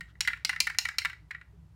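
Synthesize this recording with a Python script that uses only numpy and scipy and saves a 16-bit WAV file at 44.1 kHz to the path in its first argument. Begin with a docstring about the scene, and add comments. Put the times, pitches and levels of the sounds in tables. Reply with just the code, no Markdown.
"""A small room, over a workbench: a hollow plastic housing is shaken by hand. A loose part inside clacks hard
against one stop, falls back with a duller, chattering knock and bounces to rest. Each blow rings the shell
briefly, and the room answers with a short tail. Underneath sit a faint slide of the fingers, soft bumps of the
grip, a low rumble, hum and hiss."""
import sys
import numpy as np
from scipy import signal
from scipy.fft import rfft, irfft
from scipy.io import wavfile
from scipy.ndimage import uniform_filter1d

SR = 44100
rng = np.random.default_rng(int(sys.argv[2]) if len(sys.argv) > 2 else 0)


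def pcm_store(signal):
    """Save signal as 16-bit PCM."""
    levels = np.round(np.clip(np.atleast_2d(signal), -1, 1) * 32767)
    wavfile.write(sys.argv[1], SR, levels.astype(np.int16).T)


N = 77175

# Hard hits on the stop; the rebound's delay and gain are relative to its hit:
# start_s, level_db, weight_db, edge_db_per_octave, pitch_ratio, rebound_delay_s, rebound_gain_db
CLACKS = [(.2068, -23, -3, -1.5, 1.02, 0.0036, -3.5), (.4488, -22.5, 0, -1.5, 1.05, 0.0023, -5),
          (.6032, -17.5, 7, 3, 1.0, .0029, -7), (.7859, -18, 3.5, 1.5, .995, 0.0014, -20.5),
          (.9842, -21, -7.5, -2.5, 0.98, 0.0038, -10)]
# Softer falls and bounces, same columns as CLACKS
KNOCKS = [(.0078, -36.5, 4, 4.5, .98, 0.0027, -4), (.153, -54.5, -4, -5, .95, .002, -17),
          (.249, -36, -25, 0, 1.15, 0.0021, -3.5), (.2750, -21, 1, 3, 0.99, .0064, -1),
          (.302, -37, -1.5, -5, 0.81, 0.003, -3), (.3325, -29, -12.5, -5, .97, .0022, -8.5),
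          (.370, -62, 7, 5, 0.72, 0.0036, 12), (.396, -57, -3, -3, 1.1, 0.0056, -7.5),
          (.4937, -22, 2, 3, .98, .004, -3), (.530, -34, -0.5, -1.5, 1.01, .004, 0.5),
          (.562, -31.5, -6.5, -1.5, 0.93, .002, -12), (.6698, -24, 6, 3.5, 0.971, 0.0034, -3.5),
          (.699, -32.5, 2.5, 0.5, 1.09, .003, -2.5), (.747, -40, -2, -0.5, .98, .002, -12.5),
          (.8515, -33.5, 1, 2.5, 0.96, .0021, 8), (.8873, -28, -0.5, 3, 0.95, 0.0018, -27),
          (.916, -45, 0, -5.5, 1.14, 0.0028, -9), (.941, -53, 0, -5, .98, .002, 3),
          (1.016, -41, -19, 1, 1.0, .002, 5.5), (1.0487, -23.5, 1.5, 1, 0.95, 0.006, 0),
          (1.098, -39, -1.5, -0.5, 1.07, 0.0052, -6), (1.131, -42, -4.5, -2, 0.97, .002, -6),
          (1.3075, -36.5, -7.5, -3, 1.034, 0.0037, 1), (1.3465, -40.5, -10.5, -8, 0.97, 0.0027, 5),
          (1.381, -57.5, -5.5, -6, 0.94, 0.0021, -3.5), (1.413, -47.5, -5, -6, .99, 0.0021, -4)]
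# Tone of a hard, bright contact: frequency_hz, gain_db
HARD_CONTACT = [(150, -7), (450, -20.5), (800, -4.5), (1600, -2), (2400, 0.5), (3000, 4), (3400, 3.5),
                (4000, 5.5), (8000, 0.5), (15000, -1.5)]
# Tone of a soft, dull contact: frequency_hz, gain_db
SOFT_CONTACT = [(250, -19.5), (550, -20.5), (790, -6), (1100, -4.5), (1450, 1), (1900, 7), (2500, -9),
                (3300, -8), (4200, -17), (5500, -22), (9000, -21), (15000, -20)]
# Clear ringing modes of the shell: pitch_hz, gain_db, t60_s
SHELL_MODES = [(822, -14.5, 0.032), (1050, -13, 0.032), (1451, -2.5, 0.043), (1782, -6, 0.023),
               (1878, -6.5, 0.052), (2056.4, 3.5, .04), (2373, 0.5, 0.053), (2746, -4, 0.04),
               (3944, 6, 0.021), (4280, 5, .023), (4472, 2.5, 0.016), (5100, 1.5, .02), (5440, 4.5, 0.017),
               (6790, 4.5, 0.011), (8110, 0, 0.012), (9220, -7, .012)]
# Tone of the crack, a crowd of heavily damped modes between the clear ones: frequency_hz, gain_db
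CRACK_TONE = [(200, -14), (500, -16), (800, -8), (2000, 1), (2900, 4.5), (3400, -9), (4000, 2), (5500, 3.5),
              (6200, 0), (7300, 3), (11000, -4.5), (16000, -11)]
# Length of the room's tail: frequency_hz, t60_s
ROOM_DECAY = [(300, 0.5), (1000, 0.28), (1950, 0.2666), (3000, 0.2435), (5000, 0.31), (9000, .25),
              (15000, 0.27)]
# Colour of the room's tail: frequency_hz, gain_db
ROOM_TONE = [(300, -2), (1000, 1), (1950, 1.5), (2800, 4.5), (3400, 3), (4200, 0), (5500, -0.5), (9000, 0),
             (15000, 1)]
# Bumps of the fingers on the housing: start_s, pitch_hz, level_db
GRIP_BUMPS = [(.272, 246, -58), (0.484, 290, -59.5), (.603, 316, -60.5), (1.214, 300.3, -65),
              (1.53, 408.2, -62.5)]
# Tone of the finger slide: frequency_hz, gain_db
SLIDE_TONE = [(500, -42), (1500, 9), (2300, -4.5), (3100, 0), (4500, -10), (14000, -33)]
# Tone of the rumble and hiss bed: frequency_hz, gain_db
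BED_TONE = [(20, -45.5), (32, -26), (48, -6), (65, 1), (85, -4), (102, 0.5), (130, -8), (165, -4),
            (210, -23), (300, -20.5), (480, -29.5), (1000, -28.5), (2000, -37), (4500, -42.5), (14000, -51),
            (16000, -57)]
# Wavering low tones: pitch_hz, level_db
HUM_TONES = [(62, -58.5), (160, -69.5)]
# Contour that the bass partly follows, taken around its mean: time_s, contour_db
BASS_SWELL = [(0.02, -46.5), (0.086, -55), (0.114, -55.5), (0.772, -55.5), (0.814, -65.5), (0.876, -52.5),
              (0.914, -62.5), (1.032, -54.5), (1.274, -55), (1.308, -65.5), (1.33, -51.5), (1.464, -64),
              (1.492, -52.5), (1.652, -50), (1.682, -61.5), (1.72, -52.5)]


def rattle(hits, contact_tone, level_window_s=.005):
    """The loose part strikes the shell, then once more as it rebounds; the room answers both."""
    out = np.zeros(N)
    for start_s, level_db, weight_db, edge_db, pitch_ratio, rebound_s, rebound_db in hits:
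        push = contact(contact_tone, weight_db, edge_db)
        blow = np.zeros(SR // 10)
        for delay_s, gain_db in ((0, 0), (rebound_s, rebound_db)):
            hit = signal.fftconvolve(shell(pitch_ratio), push)
            hit *= np.sqrt(level_window_s * SR / np.sum(hit ** 2))  # energy of one window at rms 1
            add(blow, delay_s, amp(level_db + gain_db) * hit)
        add(out, start_s, blow)
        add(out, start_s + .0054, room(blow))  # pre-delay
    return out


def contact(tone, weight_db, edge_db_per_octave, size=1024):
    """The short push of one contact: weight shelves the lows, edge tilts the highs."""
    hz = abs(np.fft.fftfreq(size, 1 / SR))
    low_shelf = 1 / (1 + (hz / 1320) ** 8)
    edge_octaves = np.log2(np.clip(hz, 1200, 6000) / 1200)
    log_gain = np.log(amp(curve(tone, hz) + weight_db * low_shelf + edge_db_per_octave * edge_octaves))
    spectrum = np.exp(np.conj(signal.hilbert(log_gain)))  # minimum phase keeps the attack up front
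    return np.fft.ifft(spectrum).real[:size // 2]


def shell(pitch_ratio, strike_spread_db=2.5, grip_detune=.008, size=4096):
    """The housing rings in clear modes over a dense, dry crack; each blow lands a little differently."""
    t = np.arange(size) / SR
    ring = np.zeros(size)
    for k, (hz, gain_db, t60_s) in enumerate(SHELL_MODES):
        strike, grip = rng.standard_normal(2)
        mode = np.sin(2 * np.pi * hz * pitch_ratio * (1 + grip_detune * grip) * t)
        ring += (-1) ** k * amp(gain_db + strike_spread_db * strike) * fade(t, t60_s) * mode
    crowd = noise(CRACK_TONE, size)
    body = lowpass(crowd, cutoff_hz=6000, order=2)
    crack = body * fade(t, t60_s=.036) + (crowd - body) * fade(t, t60_s=.018)
    return unit(ring) + amp(1) * unit(crack)


def room(blow, send_db=-12, build_s=.0028, blur_hz=70, size=20000):
    """A diffuse tail in the colour of the blow: it builds quickly, and each band dies at its own speed."""
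    # The room hears every side of the shell at once, which evens out its colour.
    bin_hz = np.fft.rfftfreq(size, 1 / SR)
    blur = np.exp(-((bin_hz[:801] - bin_hz[400]) / (blur_hz / 2)) ** 2)
    power = abs(rfft(blow, size)) ** 2
    colour = np.sqrt(abs(signal.fftconvolve(power, blur / blur.sum(), "same")))
    wash = irfft(rfft(noise(ROOM_TONE, size)) * colour, size)
    hz, t, bands = signal.stft(wash, SR, nperseg=256)
    envelope = fade(t, curve(ROOM_DECAY, hz)[:, None]) * (1 - np.exp(-t / build_s))
    tail = signal.istft(bands * envelope, SR, nperseg=256)[1]
    return amp(send_db) * tail / np.sqrt(size * np.mean(envelope ** 2))


def fingers(rise_s=.0096, size=6000):
    """Faint, round low bumps as the grip shifts."""
    out = np.zeros(N)
    t = np.arange(size) / SR
    envelope = t / rise_s * np.exp(1 - t / rise_s)
    for start_s, hz, level_db in GRIP_BUMPS:
        add(out, start_s, amp(level_db) * envelope * np.sin(2 * np.pi * hz * t))
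    return out


def slide(peak_s=.098, half_width_s=.024, level_db=-64.5):
    """The fingers slide on the housing before the first clack: a faint swell of rubbing."""
    swell = np.exp(-((np.arange(N) / SR - peak_s) / half_width_s) ** 2)
    return amp(level_db) * noise(SLIDE_TONE, N) * swell


def background(bed_db=-58, waver_depth_hz=4, waver_rate_hz=8, swell_depth=.7):
    """A bed of faint, steady hiss, with a low rumble and hum that swell and sink together."""
    bed = amp(bed_db) * noise(BED_TONE, N)
    bass = lowpass(bed, cutoff_hz=350, order=4)
    hiss = bed - bass
    for hz, level_db in HUM_TONES:
        waver = noise([(waver_rate_hz, 0), (2 * waver_rate_hz, -100)], N)
        cycles = np.cumsum(hz + waver_depth_hz * waver) / SR + rng.random()
        bass += amp(level_db) * np.sqrt(2) * np.sin(2 * np.pi * cycles)
    contour_db = np.interp(np.arange(N) / SR, *np.transpose(BASS_SWELL))
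    swell_db = uniform_filter1d(contour_db, size=1500)
    return hiss + bass * amp(swell_depth * (swell_db - swell_db.mean()))


def amp(db):
    """Decibels to gain."""
    return 10 ** (np.asarray(db) / 20)


def unit(x):
    """Scales to rms 1."""
    return x / np.sqrt(np.mean(x ** 2) + 1e-20)


def fade(t, t60_s):
    """A decay of 60 dB in t60_s seconds."""
    return np.exp(-np.log(1000) * t / t60_s)


def curve(points, hz):
    """Reads a table on a log-frequency axis."""
    point_hz, values = np.transpose(points)
    return np.interp(np.log(hz + 1), np.log(point_hz + 1), values)


def noise(tone, size):
    """Noise shaped by an EQ curve, at rms 1."""
    gain = amp(curve(tone, np.fft.rfftfreq(size, 1 / SR)))
    return unit(irfft(rfft(rng.standard_normal(size)) * gain, size))


def lowpass(x, cutoff_hz, order):
    """Rolls off the top, forwards and backwards so the phase stays put."""
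    return signal.sosfiltfilt(signal.butter(order, cutoff_hz, fs=SR, output="sos"), x)


def add(mix, start_s, sound):
    """Drops a sound into the mix at start_s."""
    part = mix[max(round(start_s * SR), 0):][:len(sound)]
    part += sound[:len(part)]


def scene():
    """The rattling housing over its quiet layers, in mono."""
    quiet_layers = background() + slide() + fingers()
    return (quiet_layers + rattle(CLACKS, HARD_CONTACT) + rattle(KNOCKS, SOFT_CONTACT))[None]


def record(dry):
    """A steep high cut at 16150 Hz trims the very top."""
    high_cut = signal.firwin(255, 16150, window=("kaiser", 9), fs=SR)
    return signal.oaconvolve(dry, high_cut[None], "same")


dry = scene()
out = record(dry)
pcm_store(out)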